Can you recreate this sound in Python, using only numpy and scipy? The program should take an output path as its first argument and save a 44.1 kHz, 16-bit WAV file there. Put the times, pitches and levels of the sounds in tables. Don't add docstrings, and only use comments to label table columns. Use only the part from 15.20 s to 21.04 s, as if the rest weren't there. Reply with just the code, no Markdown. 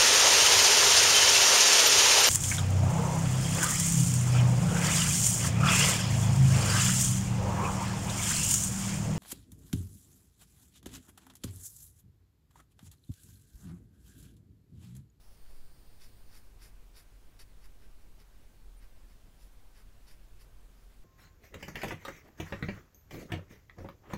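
import sys
import numpy as np
from scipy import signal
from scipy.fft import rfft, irfft, next_fast_len
from scipy.io import wavfile
from scipy.ndimage import uniform_filter1d

SR = 44100
rng = np.random.default_rng(int(sys.argv[2]) if len(sys.argv) > 2 else 0)


def transcribe(signal):
    frames = np.atleast_2d(signal).T
    limited = np.clip(frames, -1, 1)
    pcm = np.round(limited * 32767).astype(np.int16)
    wavfile.write(sys.argv[1], SR, pcm)


N = 257544

# (frequency [Hz], width [Hz], relative level [dB])
SHEET_MODES = [(410, 90, -0.5), (1080, 550, -5), (1576, 327, 0.5), (2040, 435, -1.5), (2634, 140, -1.5),
               (2914, 135, -5)]
# (frequency [Hz], width [Hz], relative level [dB])
BARREL_MODES = [(3716, 430, -4), (4470, 105, 4), (4785, 485, 0.5), (5236, 480, 2.5), (5770, 420, -1.5)]


def gain_of(db):
    return 10 ** (np.asarray(db) / 20)


def evened(x):
    return x / np.sqrt(np.mean(x ** 2) + 1e-20)


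def add(mix, start, sound):
    part = mix[start:][:len(sound)]
    part += sound[:len(part)]


def resonate(x, hz, width_hz):
    carrier = np.exp(2j * np.pi * np.cumsum(hz * np.ones(len(x))) / SR)
    pole = np.exp(-np.pi * width_hz / SR)
    smooth = signal.lfilter([1 - pole], [1, -pole], x / carrier)
    return 2 * (carrier * smooth).real


def ring(x, modes):
    total = 0
    for k, (hz, width_hz, db) in enumerate(modes):
        total = total + (-1) ** k * gain_of(db) * resonate(x, hz, width_hz)
    return evened(total)


def fibre_snaps(spread_db=1.8, grip_db=1.1, snaps_per_s=9000):
    size = gain_of(spread_db * np.minimum(rng.exponential(1, N), 5)) * rng.choice([-1., 1.], N)
    grip = evened(uniform_filter1d(rng.standard_normal(N), size=150))
    hits = rng.random(N) < snaps_per_s / SR
    return size * hits * gain_of(grip_db * grip)


def pen_strokes():
    # (top speed reached [s], speeding up [s], held [s], slowing down [s],
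    # barrel level at top speed [dB], sheet against barrel there [dB], felt against barrel there [dB])
    strokes = [ (0.31, 0.098, .04, 0.086, -75, -0.5, 0.5), (0.817, 0.026, 0.016, .07, -63, -4, -3.5),
               (1.164, 0.093, .008, 0.035, -64.5, -3, 0.5), (1.268, .03, .004, .02, -78, -12, 0),
               (1.432, 0.048, 0.014, 0.066, -62.5, -2, -1), (1.772, 0.041, .012, 0.058, -63, -2.5, -1.5),
               (2.193, 0.0054, 0.02, 0.031, -59.5, -3, -3.5), (2.445, .04, .006, 0.041, -69.5, 2, 0),
               (2.632, .04, .006, .05, -75, 4.5, -3), (2.816, .025, .004, .03, -77, 1, -3),
               (3.004, .02, .004, 0.033, -68.5, 0.5, -3), (3.628, 0.033, .014, 0.032, -74, 3.5, -5),
               (3.9, .032, .014, 0.044, -74.5, 0, -3), (4.222, .055, .004, 0.067, -70.5, -4, 0),
               (4.328, .025, .004, 0.028, -87, 0, 12), (4.578, .05, .01, 0.06, -70, 2.5, -0.5),
               (4.882, .024, 0.03, 0.047, -65.5, -2, -3), (5.211, .024, .004, 0.041, -67, -1.5, -0.5), ]
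    # (frequency [Hz], width [Hz], relative level [dB])
    felt_modes = [(7140, 440, -6.5), (7560, 110, -3), (8930, 580, -5.5), (10130, 82, 2.5),
                  (10410, 350, -2.5), (11350, 280, -4.5), (11960, 460, -3.5), (14600, 1500, -11)]
    ends_db, arch_power = -21, 1.6
    sheet_share = 0.74
    sheet_tilt_db, felt_tilt_db = 1, 7.5

    snaps = fibre_snaps()
    sheet, barrel, felt = ring(snaps, SHEET_MODES), ring(snaps, BARREL_MODES), ring(snaps, felt_modes)
    out = np.zeros(N)
    for top_s, rise_s, hold_s, fall_s, db, sheet_db, felt_db in strokes:
        t = np.arange(-rise_s, hold_s + fall_s, 1 / SR)
        place = np.where(t < 0, t / rise_s, np.maximum(t - hold_s, 0) / fall_s)
        arch_db = ends_db * abs(place) ** arch_power
        start = round((top_s - rise_s) * SR)
        cut = slice(start, start + len(t))
        sheet_gain = gain_of(sheet_db + sheet_share * arch_db + sheet_tilt_db * place)
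        felt_gain = gain_of(felt_db + arch_db + felt_tilt_db * place)
        body = gain_of(arch_db) * barrel[cut] + sheet_gain * sheet[cut]
        body = body - felt_gain * felt[cut]
        add(out, start, gain_of(db) * body * signal.windows.tukey(len(t), .12))
    return out


def nib_touch(t60_s=0.01):
    # (time [s], peak level [dB])
    landings = [(0.2622, -53)]
    out, t = np.zeros(N), np.arange(1500) / SR
    tick = np.zeros(len(t))
    for hz, _, db in SHEET_MODES[2:] + BARREL_MODES[:2]:
        tick += gain_of(db - 60 * t / t60_s) * np.sin(2 * np.pi * hz * t)
    for time_s, db in landings:
        add(out, round(time_s * SR), gain_of(db) * tick / abs(tick).max())
    return out


def squeak():
    # (time [s], rms level [dB], frequency [Hz])
    path = [(3.565, -90, 9080), (3.572, -72, 9100), (3.598, -71, 9130), (3.603, -95, 9130)]
    time_s, db, hz = np.transpose(path)
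    t = np.arange(time_s[0], time_s[-1], 1 / SR)
    phase = 2 * np.pi * np.cumsum(np.interp(t, time_s, hz)) / SR
    out = np.zeros(N)
    add(out, round(time_s[0] * SR), np.sqrt(2) * gain_of(np.interp(t, time_s, db)) * np.sin(phase))
    return out


def buzz(rough=.45, jitter=.003):
    # (start [s], length [s], fade-out [s], level before flutter [dB],
    # pulse rate at the start [1/s], settled pulse rate [1/s], centre [Hz], spread [Hz])
    notes = [(0, .166, .008, -71.5, 338, 369, 5250, 820), (.164, .49, .02, -73.5, 335, 299, 4610, 480),
             (.644, .395, .02, -73.5, 357, 337.5, 4620, 580), (1.029, .27, .08, -74.5, 317, 309, 4630, 520)]
    # (multiple of the centre [1], factor on the spread [1], relative level [dB])
    bands = [(1, 1.5, 2), (2, 1.8, 0.5), (3.1, 3.3, -1.5)]
    settle_s, rise_s = .14, 0.0053
    unsteady = 2.5

    k, out = np.arange(8, 56)[:, None], np.zeros(N)
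    for start_s, length_s, fade_s, db, first_hz, settled_hz, centre_hz, spread_hz in notes:
        t = np.arange(0, length_s, 1 / SR)
        settling = np.exp(-t / settle_s)
        rate_hz = settled_hz + (first_hz - settled_hz) * settling
        drift = evened(uniform_filter1d(rng.standard_normal(len(t)), size=200))
        turns = np.cumsum(rate_hz * (1 + jitter * (1 + unsteady * settling) * drift)) / SR
        weights = 0
        for multiple, widen, band_db in bands:
            offset = (k * rate_hz - multiple * centre_hz) / (widen * spread_hz)
            weights = weights + gain_of(band_db) * np.exp(-offset ** 2)
        flutter = evened(uniform_filter1d(rng.standard_normal((len(k), len(t))), size=150, axis=1))
        body = (weights * (1 + rough * flutter) * np.cos(2 * np.pi * k * turns)).sum(0)
        body = body / np.sqrt((weights ** 2).sum(0) / 2)
        edges = np.clip(np.minimum(t / rise_s, (length_s - t) / fade_s), 0, 1)
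        add(out, round(start_s * SR), gain_of(db) * edges * body)
    return out


def room(patchy_db=1.0, rms_db=-58.5):
    # (frequency [Hz], relative density [dB per Hz])
    spectrum = [(15, -7), (30, -9.5), (58, -18.5), (95, -23), (200, -28.5), (400, -33.5), (750, -37),
                (1600, -41.5), (2700, -43.5), (6000, -47.5), (15500, -50)]
    hz, db = np.transpose(spectrum)
    size = next_fast_len(N)
    bins_hz = np.fft.rfftfreq(size, 1 / SR)
    colour = gain_of(np.interp(np.log(bins_hz + 1), np.log(hz + 1), db, left=-60))
    air = irfft(rfft(rng.standard_normal(size)) * colour, size)
    z = signal.stft(air, nperseg=512)[2]
    patches = uniform_filter1d(rng.standard_normal(z.shape), size=8, axis=0)
    patches = evened(uniform_filter1d(patches, size=8, axis=1))
    patchy = signal.istft(z * gain_of(patchy_db * patches), nperseg=512)[1][:N]
    return gain_of(rms_db) * evened(patchy)


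def pressure_sway():
    # (time [s], level [dB])
    level = [(0.0, -56.5), (0.36, -40), (0.52, -49), (3.97, -53.5), (4.06, -77), (4.24, -54.5),
             (5.41, -54.5), (5.45, -72), (5.84, -53)]
    swings = evened(resonate(resonate(rng.standard_normal(N), 4.5, 11.), 4.5, 11.))
    return swings * gain_of(np.interp(np.arange(N) / SR, *np.transpose(level)))


def drone(centre_hz=39.98, wander_hz=0.74):
    # (time [s], rms level [dB])
    level = [(0.0, -73), (0.08, -62), (1.15, -62.5), (1.71, -53), (1.8, -70), (2.0, -55), (2.26, -70),
             (2.34, -59), (2.5, -56), (2.62, -70), (2.71, -59), (3.35, -65), (3.45, -50.5), (3.59, -51.5),
             (3.76, -65), (3.85, -57), (3.94, -54), (4.0, -80), (4.26, -53), (4.39, -66), (4.68, -54),
             (4.77, -69), (4.93, -56.5), (5.84, -56.5)]
    wander = evened(resonate(rng.standard_normal(N), 0, 3.67))
    tone = np.sqrt(2) * np.sin(2 * np.pi * np.cumsum(centre_hz + wander_hz * wander) / SR)
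    return tone * gain_of(np.interp(np.arange(N) / SR, *np.transpose(level)))


def wavering_hums():
    # (frequency [Hz], width of each pass [Hz], rms level [dB])
    hums = [(99.7, 8.4, -76.5), (408.4, 21, -87.5), (1558, 13, -92)]
    out = np.zeros(N)
    for hz, width_hz, db in hums:
        narrow = resonate(resonate(rng.standard_normal(N), hz, width_hz), hz, width_hz)
        out += gain_of(db) * evened(narrow)
    return out


def mains():
    # (frequency [Hz], rms level [dB])
    tones = [(50, -65.5), (100.5, -76), (1568, -90.5)]
    t = np.arange(N) / SR
    return sum(np.sqrt(2) * gain_of(db) * np.sin(2 * np.pi * hz * t) for hz, db in tones)


def scene():
    near = pen_strokes() + nib_touch() + squeak() + buzz()
    background = room() + pressure_sway() + drone() + wavering_hums() + mains()
    return (near + background)[None]


def record(dry, edge_hz=15740):
    lowpass = signal.firwin(2047, edge_hz, window=("kaiser", 9), fs=SR)
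    return signal.oaconvolve(dry, lowpass[None], "same")


dry = scene()
out = record(dry)
transcribe(out)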